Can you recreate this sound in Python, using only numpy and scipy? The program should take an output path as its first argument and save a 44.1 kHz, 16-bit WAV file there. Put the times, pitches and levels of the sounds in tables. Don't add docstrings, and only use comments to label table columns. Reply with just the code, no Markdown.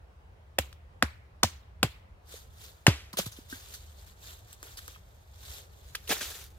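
import sys
import numpy as np
from scipy import signal
from scipy.fft import rfft, irfft, next_fast_len
from scipy.io import wavfile
from scipy.ndimage import uniform_filter1d

SR = 44100
rng = np.random.default_rng(int(sys.argv[2]) if len(sys.argv) > 2 else 0)


def pcm_store(signal):
    levels = np.round(np.clip(np.atleast_2d(signal), -1, 1) * 32767)
    wavfile.write(sys.argv[1], SR, levels.astype(np.int16).T)


N = 290178


def amp(db):
    return 10 ** (np.asarray(db) / 20)


def unit_rms(x):
    return x / np.sqrt(np.mean(x ** 2) + 1e-20)


def with_peak(x, db):
    return amp(db) * x / abs(x).max()


def curve_at(points, hz):
    f, value = np.transpose(points)
    return np.interp(np.log(hz + 1), np.log(f + 1), value)


def coloured(x, spectrum, tilt_db=0):
    size = next_fast_len(x.shape[-1])
    hz = np.fft.rfftfreq(size, 1 / SR)
    gain = amp(curve_at(spectrum, hz) + tilt_db * np.log2(hz / 3000 + 0.039))
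    return unit_rms(irfft(rfft(x, size) * gain, size)[..., :x.shape[-1]])


def patchy(x, depth_db):
    spectrum = signal.stft(x, nperseg=256, noverlap=128)[2]
    noise = rng.standard_normal(spectrum.shape[:0:-1])
    patches = unit_rms(uniform_filter1d(uniform_filter1d(noise, 4, 0), 5, 1)).T
    return signal.istft(spectrum * amp(depth_db * patches), nperseg=256, noverlap=128)[1][:, :N]


def envelope(t, rise, t60, hold=0):
    swell = 1 - np.exp(-(t / max(rise, 1e-4)) ** 2)
    shape = swell * amp(-60 * np.maximum(t - hold, 0) / max(t60, 1e-3))
    return shape / shape.max()


def snaps(samples, per_s, spread_db):
    sign, size, chance = rng.random((samples, 3)).T
    strength = amp(spread_db * np.minimum(-np.log(size + 1e-9), 4))
    return np.sign(sign - .5) * strength * (chance < per_s / SR)


def stereo_snaps(samples, per_s, spread_db, apart):
    common, left, right = (snaps(samples, per_s, spread_db) for _ in range(3))
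    return common + apart * np.array([left, right])


def add(mix, start, sound, lead):
    starts = round(start * SR), round(start * SR + max(lead, 0))
    for channel, row, at in zip(mix, sound * np.ones((2, 1)), starts):
        part = channel[at:][:len(row)]
        part += row[:len(part)]


# time in seconds, head start of the left channel in samples.
POSITIONS = [(2.2, 10), (3.2, 8), (4.2, 11), (5.85, 10), (5.94, 3.5), (6.3, 0)]

def left_lead(seconds):
    return np.interp(seconds, *np.transpose(POSITIONS))


# frequency in Hz, relative level in dB.
AIR_SPECTRUM = [(12, -63.5), (20, -15.5), (43, -22), (65, -5), (123, -23.5), (198, -30.5), (222, -37.5),
                (328, -36), (434, -31.5), (472, -31.5), (660, -32.5), (759, -32.5), (1570, -39.5),
                (7520, -60), (16000, -66)]
# frequency in Hz, likeness from -1 to 1.
AIR_LIKENESS = [(60, 0.97), (180, 0.92), (550, 0.15), (1650, -0.43), (4970, 0.093), (15000, -0.31)]

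def forest_air():
    frames, hz = N // 512 + 5, np.fft.rfftfreq(2048, 1 / SR)
    a, b, c, d, drift = rng.standard_normal((frames, 1025, 5)).T
    drift = unit_rms(uniform_filter1d(uniform_filter1d(drift, 16, 0), 8, 1))
    likeness = np.clip(curve_at(AIR_LIKENESS, hz), -1, 1)[:, None]
    left = a + 1j * b
    right = likeness * left + np.sqrt(1 - likeness ** 2) * (c + 1j * d)
    spectrum = np.array([left, right]) * amp(curve_at(AIR_SPECTRUM, hz)[:, None] + 1.2 * drift)
    return amp(-51.5) * unit_rms(signal.istft(spectrum, nperseg=2048, noverlap=1536)[1][:, :N])


# frequency in Hz, gain in dB.
ECHO_GAIN = [(100, -13.5), (500, -5.5), (1500, -4), (4000, 0.5), (9000, 1.5), (16000, 0.5)]
# frequency in Hz, t60 in seconds before stretching.
ECHO_FADE = [(100, 0.75), (500, 0.14), (2000, 0.41), (5000, 0.21), (10000, 0.2), (16000, 0.29)]

def tree_echo(x):
    hz, _, spectrum = signal.stft(x[0], SR, nperseg=256, noverlap=192)
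    power = uniform_filter1d(abs(spectrum) ** 2, size=9, axis=0)
    power *= amp(2 * curve_at(ECHO_GAIN, hz))[:, None]
    tail = 0
    for db, stretch in ((2.0, 0.46), (-4, 1.54)):
        kept = amp(-2 * 60 * 64 / SR / (stretch * curve_at(ECHO_FADE, hz)))
        lingering = [signal.lfilter([0, 0, 0, 1 - k], [1, -k], band) for k, band in zip(kept, power)]
        tail = tail + amp(2 * db) * np.array(lingering)
    a, b = rng.standard_normal((len(tail.T), 2, 2, len(hz))).transpose(1, 2, 3, 0)
    return signal.istft((a + 1j * b) * np.sqrt(abs(tail)), nperseg=256, noverlap=192)[1][:, :N]


# frequency in Hz, relative level in dB.
LEAF_CRISP = [(880, -18.5), (1500, -8.5), (2120, -14), (3590, 2.5), (5440, -3.5), (6760, -0.5), (9280, -8),
              (14800, -4), (16000, -33)]
LEAF_LOW = [(200, -25), (400, 0), (800, -8), (1600, -3.5), (2500, -7.5), (4000, -17)]

def dry_leaves(clicks, low_db):
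    return coloured(clicks, LEAF_CRISP) + amp(low_db) * coloured(clicks, LEAF_LOW)


# loudest moment in seconds, level in dB,
# seconds to swell by 20 dB, seconds to fade by 20 dB.
SCUFFS = [(2.335, -49.5, 0.078, 0.084), (2.39, -54.5, .08, 0.09), (2.645, -52.5, 0.13, 0.13),
          (3.38, -57.5, 0.048, 0.088), (3.56, -51.5, 0.13, 0.26), (3.742, -53, 0.16, 0.09),
          (3.8, -60.5, 0.26, 0.37), (4.04, -59, 0.13, .05), (4.07, -55, .015, 0.086),
          (4.273, -50, 0.096, 0.16), (4.534, -55.5, 0.11, 0.022), (4.72, -56.5, 0.2, 0.068),
          (4.83, -54, 0.033, 0.17), (4.9, -56.5, 0.04, 0.12), (5.54, -46.5, 0.2, 0.13),
          (5.8, -64, 0.12, .08), (5.92, -59, 0.19, 0.15), (6.03, -61.5, 0.099, 0.11),
          (6.301, -42.5, 0.22, 0.18), (6.43, -52.5, 0.027, 0.073)]

def rustle():
    t = np.arange(0, N, 32) / SR
    level = amp(-68.5 - 40 * np.clip((2.4 - t) / 0.35, 0, 1))
    for loudest, db, swell, fade in SCUFFS:
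        away = np.where(t < loudest, (loudest - t) / swell, (t - loudest) / fade)
        level = np.hypot(level, amp(db - 20 * np.minimum(away, 4) ** 1.81))
    level, lead = (np.interp(np.arange(N) / SR, t, curve) for curve in (level, left_lead(t)))
    clumps = amp(1.1 * unit_rms(uniform_filter1d(uniform_filter1d(rng.standard_normal(N), 500), 500)))
    grains = [unit_rms(snaps(N, per_s=2500, spread_db=4.2)) + .9 * rng.standard_normal(N)
              for _ in range(3)]
    direct, *scattered = dry_leaves(np.array(grains) * clumps, low_db=-8.5)
    delayed = direct[np.clip(np.arange(N) - np.round(lead).astype(int), 0, N - 1)]
    return level * (0.48 * np.array([direct, delayed]) + 0.69 * np.array(scattered))


# start in seconds, peak level in dB.
TWIG_SNAPS = [(3.3209, -37), (3.4989, -37), (3.5574, -36), (3.6864, -37), (3.7404, -33), (3.918, -46),
              (4.3344, -44), (4.5297, -29), (4.6292, -27), (4.8797, -28), (4.9564, -43), (6.1815, -28),
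              (6.3894, -39), (6.441, -36), (6.4652, -39), (6.5046, -46)]

def twig_snaps():
    out, t = np.zeros((2, N)), np.arange(400) / SR
    no_bass = signal.butter(2, [1510, 15000], "bandpass", fs=SR)
    for start, db in TWIG_SNAPS:
        aftershocks = .25 * snaps(len(t), per_s=8000, spread_db=2.0) * amp(-60 * t / .012)
        click = signal.lfilter(*no_bass, (t == 0) + aftershocks)
        add(out, start, with_peak(click, db), left_lead(start))
    return out


# start in seconds, rough peak level in dB,
# hold in seconds, t60 in seconds, level of the low part against the crisp part in dB.
LEAF_CRUSHES = [(3.128, -39.5, .006, 0.029, 2.5), (3.169, -27.5, 0.017, 0.088, -1),
                (3.183, -15.5, 0.0066, 0.032, -28), (3.206, -34.5, 0.0082, 0.18, -8),
                (3.257, -31, 0.0063, 0.073, -9.5), (3.315, -42, 0.008, 0.14, -7),
                (3.362, -45.5, .0086, 0.13, -6), (3.497, -41, .021, 0.31, -9),
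                (3.736, -32, 0.0098, .08, -24), (4.628, -49.5, .027, 0.78, 1),
                (4.769, -38, .022, 0.023, -9), (6.073, -37, 0.021, .16, -4),
                (6.09, -24.5, 0.039, .073, -0.8), (6.133, -35.5, .02, 0.56, -1.5),
                (6.205, -32.5, 0.0056, 0.17, 0.3)]

def leaf_crushes():
    out, t = np.zeros((2, N)), np.arange(SR // 4) / SR
    for start, db, hold, t60, low_db in LEAF_CRUSHES:
        clicks = stereo_snaps(len(t), per_s=9000, spread_db=3.8, apart=0.92)
        crunch = dry_leaves(clicks, low_db) * envelope(t, rise=0.0021, t60=t60, hold=hold)
        add(out, start, amp(db) * crunch / 3, left_lead(start))
    return out


# start in seconds, peak level in dB, first pitch in Hz,
# final pitch in Hz, number of cycles to fade by 60 dB.
GROUND_THUDS = [(.585, -34.5, 245, 200, 8.5), (.592, -27.5, 98, 68, 11), (1.027, -24, 283, 220, 10.5),
                (1.036, -26, 99, 67, 14), (1.433, -22.5, 280, 220, 15), (1.442, -23.5, 130, 79.5, 8.5),
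                (1.828, -22.5, 281, 226.6, 15.5), (1.841, -19, 148, 103, 5.5), (1.853, -34, 80, 71, 13),
                (2.340, -40, 480, 470, 11), (2.8793, -7.5, 270, 91.8, 6), (2.8801, -19, 417, 301, 6.5),
                (2.890, -25, 89, 69.7, 19.5), (3.137, -38, 248, 180, 7), (3.193, -29, 237, 176, 8.5),
                (3.264, -32.5, 198, 101, 10), (3.387, -37.5, 315, 250, 5), (3.526, -36.5, 295, 258, 14),
                (6.103, -27.5, 320, 247, 8.5), (6.111, -41, 205, 177, 15), (6.213, -45.5, 292, 227, 9)]

def ground_thuds():
    out, t = np.zeros((2, N)), np.arange(SR // 3) / SR
    slide_cycles = 0.97
    for start, db, first_hz, final_hz, cycles in GROUND_THUDS:
        pitch = final_hz + (first_hz - final_hz) * np.exp(-t * first_hz / slide_cycles)
        tone = -np.sin(2 * np.pi * np.cumsum(pitch) / SR)
        thud = tone * envelope(t, rise=0.0014, t60=cycles / final_hz)
        add(out, start, with_peak(thud, db), lead=3)
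    return out


# pitch in Hz, relative level in dB, t60 in seconds.
WOOD_TONES = [(287, -6.5, 0.056), (550, 0.5, 0.019), (763, 3, 0.017), (1018, -2.5, 0.024), (1250, 1, 0.015),
              (1580, 0.5, 0.02), (1870, 1.5, 0.018), (2600, -6.5, 0.023), (3250, -7.5, 0.058),
              (3600, -11, .03), (4300, -14, .03), (4970, -10, .03), (6700, -12, 0.022)]

def wood_ring(t, centre_hz, freedom, focus_db):
    ring = 0
    for k, (hz, db, t60) in enumerate(WOOD_TONES):
        octaves_away = np.log2(hz / centre_hz)
        level = amp(db - focus_db * octaves_away ** 2 - 60 * t / (freedom * t60))
        ring += (-1) ** k * level * np.sin(2 * np.pi * hz * t)
    return ring * (1 - np.exp(-t * centre_hz * 4.0))


# frequency in Hz, relative level in dB.
FIBRE_SPECTRUM = [(180, -38), (300, -8.5), (787, -11.5), (2360, -2.5), (2650, -1.5), (5250, -5.5),
                  (7690, -10), (9390, -18), (11300, -13.5), (16000, -26.5)]
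# start in seconds, ring peak in dB,
# centre pitch in Hz, freedom to ring (multiplies the tones' t60), rough crackle peak in dB,
# crackle t60 in seconds, crackle brightness in dB per octave.
WOOD_KNOCKS = [(.584, -21.5, 1790, .86, -14.5, 0.02, -3.5), (.5861, -15.5, 537, 1.4, -7, 0.011, 7),
               (0.5873, -11.5, 2540, 0.25, -22, 0.039, -5), (.727, -47.5, 1570, .87, -35, 0.013, 2.5),
               (1.0242, -6, 1350, 0.44, -10, 0.015, -1), (1.0258, -20.5, 696, 1.6, -17, 0.014, 8),
               (1.030, -42, 610, 1.3, -17, 0.035, -12), (1.4307, -10, 1100, 0.84, -10, 0.021, -3.6),
               (1.4328, -33, 1270, .72, -1.2, 0.011, 2.4), (1.4401, -13.5, 764, 0.74, -23.5, 0.13, .1),
               (1.829, -13, 860, .8, -4.5, 0.014, -2.7), (1.8304, -27, 4300, 0.33, -11.5, 0.019, 6.5),
               (1.834, -19.5, 550, 1, -21.5, .1, -6), (2.8657, -11.5, 736, 0.27, -3, 0.019, -2.5),
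               (2.8658, -18, 2130, 0.52, -7.5, 0.019, -3.5), (2.868, -6.5, 2100, .3, -7, .035, -0.8),
               (2.871, -22, 1690, 4.7, -28.5, 0.46, -1.5), (2.878, -15.5, 1120, 1.1, -18.5, 0.14, -4.5),
               (2.8843, -25, 394, 2.6, -21, 0.028, 4), (3.138, -35.5, 1080, 1.94, -44, .077, -4),
               (3.189, -21.5, 550, 1.63, -21, 0.068, -3), (3.526, -31, 1580, 3.4, -44, 0.069, -8),
               (4.628, -35, 1410, 0.97, -45.5, 0.043, -15), (4.789, -37.5, 1680, 1.5, -49, 0.053, 3),
               (4.88, -34.5, 1400, 1.25, -39, .03, -11), (4.948, -43, 2600, 1.7, -60, .047, 0),
               (4.960, -40.5, 1250, 1.5, -64, .04, 1), (5.949, -28.5, 1840, 1.2, -24, .029, 0.5),
               (5.952, -24.5, 2800, 0.83, -22.5, 0.025, 4.5), (6.105, -29, 714, .91, -20, 0.053, -3),
               (6.112, -18.5, 1710, 0.51, -20.5, 0.084, -3), (6.122, -24.5, 744, 1.4, -23.5, .037, -5),
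               (6.211, -31.5, 1700, 2, -24, 0.17, 3), (6.214, -41, 550, 1.4, -49, .052, 6)]

def wood_knocks():
    out, t = np.zeros((2, N)), np.arange(SR // 4) / SR
    loose_from_s = 3.0
    for start, ring_db, centre_hz, freedom, crackle_db, t60, tilt_db in WOOD_KNOCKS:
        if start < loose_from_s:
            focus_db, rise, lead = 16, 0.0008, 4.1
        else:
            focus_db, rise, lead = 15 * freedom ** 2, 0.0013, left_lead(start)
        ring = wood_ring(t, centre_hz, freedom, focus_db)
        fibres = stereo_snaps(len(t), per_s=15000, spread_db=3.9, apart=0.34)
        crackle = coloured(fibres, FIBRE_SPECTRUM, tilt_db) * envelope(t, rise + 0.017 * t60, t60)
        add(out, start, with_peak(ring, ring_db) + amp(crackle_db) * crackle / 3, lead)
    return out


def scene():
    knocks = wood_knocks()
    leaves = patchy(leaf_crushes(), depth_db=3.8) + twig_snaps()
    echo = patchy(tree_echo(amp(-12.5) * knocks + amp(-7.5) * leaves), depth_db=2.3)
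    return knocks + leaves + echo + ground_thuds() + patchy(rustle(), depth_db=1.8) + forest_air()


def record(dry):
    heard = signal.sosfilt(signal.butter(2, 42, "highpass", fs=SR, output="sos"), dry)
    hiss = amp(-85) * rng.standard_normal((N, 2)).T
    treble_cut = signal.firwin(511, 15900, window=("kaiser", 9), fs=SR)
    return signal.oaconvolve(heard + hiss, treble_cut[None], "same")


dry = scene()
out = record(dry)
pcm_store(out)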